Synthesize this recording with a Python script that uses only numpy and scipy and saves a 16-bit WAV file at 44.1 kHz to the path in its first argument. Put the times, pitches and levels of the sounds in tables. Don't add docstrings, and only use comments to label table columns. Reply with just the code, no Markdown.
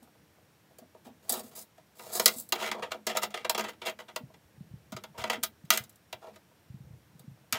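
import sys
import numpy as np
from scipy import signal
from scipy.fft import rfft, irfft
from scipy.io import wavfile

SR = 44100
rng = np.random.default_rng(int(sys.argv[2]) if len(sys.argv) > 2 else 0)


def wrap_up_sound(samples):
    columns = np.atleast_2d(samples).T
    tamed = np.clip(columns, -1, 1)
    steps = np.round(tamed * 32767).astype(np.int16)
    wavfile.write(sys.argv[1], SR, steps)


def invert_db(x):
    u = np.asarray(x, float) / 20
    return 10 ** u


N = 334542

BLADE, HOOK, SHELL, HOLLOW = range(4)


def rms_one(x):
    return x / np.sqrt(np.mean(x ** 2) + 1e-20)


def at_hz(points, hz):
    points = np.array(points)
    return np.interp(np.log(hz), np.log(points[:, 0]), points[:, 1])


def drift(rate_hz):
    r = np.exp(-80 * np.pi * rate_hz / SR)
    noise = rng.standard_normal(N // 40 + 2002)
    slow = signal.lfilter([1], [1, -2 * r, r * r], noise)[2000:]
    return np.interp(np.arange(N) / 40, np.arange(len(slow)), rms_one(slow))


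def resonate(x, hz, width_hz):
    r = np.exp(-np.pi * width_hz / SR)
    feedback = [1, -2 * r * np.cos(2 * np.pi * hz / SR), r * r]
    return signal.lfilter([(1 - r * r) / 2, 0, (r * r - 1) / 2], feedback, x + 1e-18)


def air():
    # (frequency [Hz], level per Hz [dB])
    hush_spectrum = [(18, -76.5), (30, -55.5), (81, -1), (153, -5), (189, -3.5), (259, -12), (303, -6),
                     (384, -14), (437, -11.5), (760, -15.5), (1280, -19), (1590, -18), (4910, -26.5),
                     (14800, -31), (16000, -32.5)]
    # (frequency [Hz], width [Hz], level [dB])
    whine_bands = [(5600, 90, -88), (13300, 900, -83.5)]
    hz = np.maximum(np.arange(N // 2 + 1) * SR / N, 1)
    spectrum = rfft(rng.standard_normal(N)) * invert_db(at_hz(hush_spectrum, hz))
    hush = rms_one(irfft(spectrum, N))
    bass = signal.sosfilt(signal.butter(2, 900, fs=SR, output="sos"), hush)
    lumps = invert_db(1.5 * drift(3.3)) - 1
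    out = invert_db(-66) * (hush + bass * lumps)
    for band_hz, width_hz, db in whine_bands:
        once = resonate(rng.standard_normal(N), band_hz, width_hz)
        out += invert_db(db) * rms_one(resonate(once, band_hz, width_hz))
    return out


def thumps():
    # (time [s], peak
    # level [dB], pitch [Hz])
    body_pushes = [(4.234, -38.5, 133), (4.45, -58, 85.6), (4.576, -50, 124.6), (4.606, -34, 151),
                   (4.709, -43.5, 111), (4.763, -47, 105), (4.737, -32, 126), (4.923, -34.5, 211),
                   (4.945, -37, 116), (5.105, -57, 151), (5.185, -43.5, 96), (5.212, -43, 100),
                   (5.638, -43, 153), (5.703, -41, 215), (5.802, -43, 116.2), (6.141, -55, 105),
                   (6.7, -38, 108), (6.741, -34, 138), (6.803, -43, 133.5), (6.844, -51, 86.1),
                   (6.864, -55, 140), (6.904, -43, 112), (6.931, -43, 110), (6.977, -64, 95),
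                   (7.15, -50.5, 154.3), (7.199, -55, 140), (7.239, -56, 222), (7.277, -38, 135),
                   (7.312, -45.5, 117), (7.535, -44, 108)]
    # (time [s], peak level [dB])
    panel_jolts = [(0.02, -58.5), (0.815, -57.5), (1.061, -52), (1.1, -55), (1.309, -46), (1.37, -49),
                   (1.439, -52), (2.359, -49), (7.525, -47), (2.25, -57), (4.203, -51), (5.378, -45.5)]
    panel_hz, panel_t60_s = 234, 0.08
    firm_db, firm_t60_s, longer_s_per_db = -32.5, 0.032, 0.0017
    swings = [(s, db, hz, firm_t60_s + longer_s_per_db * (firm_db - db)) for s, db, hz in body_pushes]
    swings += [(s, db, panel_hz, panel_t60_s) for s, db in panel_jolts]

    out, t = np.zeros(N + 8192), np.arange(8192) / SR
    push = (1 - np.exp(-t / 0.005)) ** 2
    sagging_time = t + 0.00096 * (1 - np.exp(-t / 0.004))
    for s, db, hz, t60_s in swings:
        swing = np.sin(2 * np.pi * hz * sagging_time)
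        decay = invert_db(-60 * t / np.clip(t60_s, 0.02, 0.4))
        out[round(s * SR):][:8192] += invert_db(db + 13.5) * push * decay * swing
    return out[:N]


def ticks():
    # (time [s], peak level [dB])
    finger_moves = [
        (0.021, -60),
        (0.148, -58.5),
        (0.376, -58),
        (0.705, -56),
        (0.82, -54),
        (4.298, -53.5),
        (7.43, -61.5),
    ]
    force, t = np.zeros(N + 2048), np.arange(2048) / SR
    swell = (1 - np.exp(-t / 0.0039)) * invert_db(-60 * t / 0.045)
    for s, db in finger_moves:
        force[round(s * SR):][:2048] += invert_db(db + 7.5) * swell
    return force[:N]


def touch_levels(steel_db, case_db, hollow_db, hook_share):
    hook_db = steel_db + hook_share * (case_db - steel_db)
    return steel_db, hook_db, case_db, case_db + hollow_db


def rubs(which):
    # (start [s], length [s], steel level [dB], case level [dB], sag over the stroke [dB])
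    blade_slides = [(0.025, 0.028, -58.5, -69, 17), (1.045, 0.032, -59, -70, 7),
                    (1.225, 0.069, -65, -68.5, 6), (1.277, 0.012, -61, -64, -6),
                    (1.335, 0.073, -39.5, -49.5, 9.5), (1.43, .07, -53.5, -65, 6.5),
                    (1.51, 0.026, -64, -67, -2.5), (1.549, 0.029, -47, -63.5, -5.5),
                    (1.585, 0.042, -48, -67.5, 3), (1.95, .04, -68, -79.5, -10),
                    (1.99, 0.12, -56, -62, -5.5), (2.115, 0.041, -46, -61, -16.5),
                    (2.163, 0.032, -31.5, -43.5, 13), (2.215, 0.042, -36.5, -48.5, 12),
                    (2.3, 0.055, -43.5, -56.5, 5.5), (2.36, 0.041, -46, -79, -7),
                    (2.405, 0.087, -47, -72, 23)]
    shell_scuffs = [(2.55, 0.034, -50, -36.5, 15), (2.58, 0.037, -57, -44.5, -10.5),
                    (2.62, 0.069, -45, -31.5, 8), (3.09, 0.06, -49, -32.5, 19.5),
                    (3.15, .015, -57, -42.5, -9), (3.214, .012, -55, -49, -16.5),
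                    (3.36, 0.076, -75, -40, 20), (3.62, 0.068, -69, -46.5, -3.5),
                    (3.682, 0.049, -42, -33, 42), (3.73, .015, -70, -51, 14),
                    (2.905, 0.011, -68, -45.5, -3.5), (3.815, 0.035, -72, -36, 20.5),
                    (3.85, .018, -54, -46, -10), (3.868, 0.036, -48.5, -32.5, 9),
                    (3.987, 0.036, -53, -38, 19.5), (4.08, 0.039, -79, -39.5, 25),
                    (5.175, 0.047, -55.5, -44, -2), (5.25, 0.026, -71, -47.5, -4.5),
                    (5.315, 0.029, -62, -38, 0), (5.355, 0.036, -72, -41, 27.5),
                    (6.33, 0.031, -75.5, -70, -5)]
    palm_drags = [
        (1.05, 0.049, -83, -61, 11),
        (1.325, 0.027, -75, -55.5, 8),
        (2.74, 0.084, -71, -51, 14),
        (2.94, 0.06, -74, -51, 25),
        (5.14, 0.044, -87, -70.5, -9),
        (6.214, 0.069, -77, -63.5, 0),
        (6.285, 0.022, -78, -70, 8),
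    ]
    liner_skids = [
        (5.718, 0.042, -30.5, -26, 12),
        (5.79, 0.045, -54, -47.5, 14),
        (7.538, .05, -49.5, -33, 7),
    ]
    kinds = [(blade_slides, 7.5), (shell_scuffs, -2.5), (palm_drags, 13.5), (liner_skids, -7.5)]

    force, t = np.zeros(N + 8192), np.arange(8192) / SR
    fade_in = np.minimum(t / 0.004, 1)
    for strokes, hollow_db in kinds:
        for s, length_s, steel_db, case_db, sag_db in strokes:
            db = touch_levels(steel_db, case_db, hollow_db, hook_share=0.35)[which]
            sag = -sag_db * np.minimum(t / length_s, 1)
            die_away = -60 * np.maximum(t - length_s, 0) / 0.059
            force[round(s * SR):][:8192] += fade_in * invert_db(db + sag + die_away)
    return force[:N]


def contacts(which, rise_s, stretch):
    # (time [s], steel level [dB], case level [dB], chatter t60 [s])
    blade_flicks = [
        (0.7843, -44.5, -59, 0.028),
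        (1.2931, -18, -45.5, 0.085),
        (1.3217, -20.5, -54, 0.041),
        (1.393, -36.5, -53.5, 0.022),
        (1.778, -60, -59, .027),
        (2.383, -33, -60, 0.017),
        (2.3987, -31.5, -67, 0.015),
        (2.4892, -35, -66.5, .016),
        (7.1934, -46.5, -65, 0.026),
    ]
    stop_slaps = [(2.2579, 1, -11.5, 0.013), (2.2776, -14.5, -22.5, 0.024), (2.338, -41, -57, .012),
                  (3.1699, -20, -25, 0.017), (3.3744, -62, -34, .0094), (3.6074, -32, -28, 0.011),
                  (5.4335, -17.5, -32, 0.033), (3.896, -36, -45, .012), (5.275, -51, -50, .012),
                  (5.429, -26, -31.5, .01), (5.331, -36, -43, .02)]
    liner_knocks = [
        (5.65, -58, -64.5, 0.037),
        (5.7033, -4.5, -11, 0.012),
        (5.736, -24.5, -33.5, .012),
        (5.7735, -17, -22.5, 0.012),
        (5.8368, -42, -57, 0.027),
        (5.894, -45, -69, 0.026),
        (5.926, -56, -76, 0.018),
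        (5.957, -49, -74.5, 0.018),
        (7.5245, -16, -20.5, .017),
    ]
    hand_rattles = [(1.9941, -76, -36, 0.012), (2.1961, -14.5, -23, 0.018), (2.522, -18, -18.5, 0.018),
                    (2.7139, -35.5, -26, 0.024), (2.8228, -61, -31.5, 0.056), (2.9173, -31.5, -25.5, 0.013),
                    (3.0666, -24.5, -27, 0.036), (3.231, -27.5, -28.5, 0.033), (3.3037, -54, -49, 0.044),
                    (3.3404, -67, -24.5, 0.02), (3.4457, -61, -23, .019), (3.495, -14.5, -19.5, 0.016),
                    (3.5468, -34, -27.5, .02), (3.5777, -28, -28.5, 0.026), (3.5928, -33, -28, 0.021),
                    (3.639, -44, -34, 0.025), (4.1604, -25.5, -27.5, 0.013), (4.3384, -67, -53.5, 0.026),
                    (4.9204, -42.5, -41.5, 0.032), (4.9641, -43.5, -36, 0.028), (5.037, -41.5, -36, 0.015),
                    (5.239, -35.5, -17.5, 0.0075), (5.2981, -26, -22.5, 0.022), (6.127, -36.5, -34, 0.016),
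                    (6.358, -57.5, -54.5, 0.025)]
    padded_taps = [
        (0.0728, -70.5, -71, 0.018),
        (0.9464, -70, -65, 0.02),
        (2.6117, -41, -52, .0098),
        (2.7945, -55, -49, .0083),
        (3.1485, -39, -46.5, 0.0077),
        (6.51, -75, -79, 0.016),
        (7.3683, -70, -76, 0.016),
    ]
    kinds = [(blade_flicks, 6.5), (stop_slaps, -12.5), (liner_knocks, -20.5),
             (hand_rattles, -3), (padded_taps, 22)]

    force, t = np.zeros(N + 4096), np.arange(4096) / SR
    for hits, hollow_db in kinds:
        for s, steel_db, case_db, t60_s in hits:
            db = touch_levels(steel_db, case_db, hollow_db, hook_share=0.45)
            fall = invert_db(db[which] - 60 * t / (stretch * np.clip(t60_s, 0.004, 0.06)))
            softness = 1 + np.clip((db[HOLLOW] - db[HOOK]) / 4, 0, 4)
            rise = 1 - np.exp(-t / (rise_s * softness))
            force[round(s * SR):][:4096] += rise * fall
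    return force[:N]


def grit(count, per_s, spread_db):
    sizes = invert_db(spread_db * np.minimum(rng.exponential(1, count), 3))
    signed = sizes * rng.choice([-1, 1], count)
    return rms_one(signed * (rng.random(count) < per_s / SR)) + 1e-18


def body(x, modes, scatter_db):
    power, out = 0, 0
    for k, (hz, width_hz, db) in enumerate(modes):
        power += invert_db(2 * db) * np.pi * width_hz / SR
        share = invert_db(db + scatter_db * drift(7.9))
        out = out + resonate(x * share, hz, width_hz) * (-1) ** k
    return out / np.sqrt(power)


def tape_measure():
    # (frequency [Hz], width [Hz], level [dB])
    blade_modes = [(7700, 1000, -2), (8500, 1000, -1), (9400, 1200, -1), (10400, 1400, -1),
                   (11600, 1600, -1), (13000, 1800, -1), (14400, 1800, -2), (15600, 1200, -4)]
    hook_modes = [(3780, 400, -1), (4050, 400, 0), (4450, 450, -1), (4950, 500, 0), (5500, 650, -2),
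                  (6100, 750, -2), (6800, 850, -2)]
    shell_modes = [(1264, 75, 0), (1437, 110, -2), (1584, 260, -7.5), (1939, 130, -1.5), (2280, 240, -9),
                   (2604, 160, -1), (2780, 710, -2), (2939, 160, -1.5), (3300, 170, -11)]
    hollow_modes = [(215, 13, -4), (359, 130, -10), (474, 75, -0.5), (624, 46, 3), (774.5, 128, -1.5),
                    (871, 110, -1.5), (1134, 303, -13.5)]
    judder = invert_db(2.3 * drift(120))
    blade = invert_db(2.5) * contacts(BLADE, rise_s=0.00042, stretch=1.0) + invert_db(2.0) * rubs(BLADE) * judder
    hook = invert_db(1.0) * contacts(HOOK, rise_s=0.0012, stretch=1.9) + invert_db(-1.0) * rubs(HOOK) * judder
    shell = invert_db(1.0) * contacts(SHELL, rise_s=0.00058, stretch=2.07) + invert_db(-1.5) * rubs(SHELL) * judder
    hollow = invert_db(3.5) * contacts(HOLLOW, rise_s=0.00059, stretch=1.99) + invert_db(-2) * rubs(HOLLOW) * judder
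    hollow += ticks()

    steel = grit(count=N, per_s=12000, spread_db=-0.5)
    plastic = grit(count=N, per_s=9000, spread_db=4.0)
    wander_db = 1.3
    out = body(blade * steel[::-1], blade_modes, wander_db / 2)
    out += body(hook * steel, hook_modes, wander_db)
    out += body(shell * plastic, shell_modes, wander_db)
    return out + body(hollow * plastic, hollow_modes, wander_db)


def load_bed(x, wet_db, first_s):
    # (frequency [Hz], t60 [s])
    bed_decay = [(100, 0.9), (400, 0.19), (1000, 0.12), (3000, 0.11), (8000, 0.048), (16000, 0.12)]
    t = np.arange(SR // 3) / SR
    edges_hz = 60 * 2 ** np.arange(0, 8.6, 0.5)
    tail = np.zeros(len(t))
    for low, high in zip(edges_hz, edges_hz[1:]):
        band = signal.butter(2, [low, high], "band", fs=SR, output="sos")
        noise = signal.sosfilt(band, rng.standard_normal(len(t)))
        tail += noise * invert_db(-60 * t / at_hz(bed_decay, np.sqrt(low * high)))
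    tail *= np.clip(t / first_s - 1, 0, 1)
    tail /= np.sqrt(np.sum(tail ** 2))
    return x + invert_db(wet_db) * signal.fftconvolve(x, tail)[:N]


def scene():
    tape = load_bed(tape_measure(), wet_db=-6.5, first_s=0.0016)
    floor = load_bed(thumps(), wet_db=-17.5, first_s=0.0013)
    return (tape + floor + air())[None]


def band_limit(x):
    return signal.sosfilt(signal.butter(12, 17020, fs=SR, output="sos"), x)


def record(dry):
    x = signal.sosfilt(signal.butter(1, 60, "high", fs=SR, output="sos"), dry)
    x = np.tanh(x)
    below_step = signal.sosfilt(signal.cheby2(20, 50, 16050, fs=SR, output="sos"), x)
    x = 1.258 * below_step + 0.07 * x
    x = signal.sosfilt(signal.cheby2(12, 60, 17300, fs=SR, output="sos"), x)
    return band_limit(x)


dry = scene()
out = record(dry)
wrap_up_sound(out)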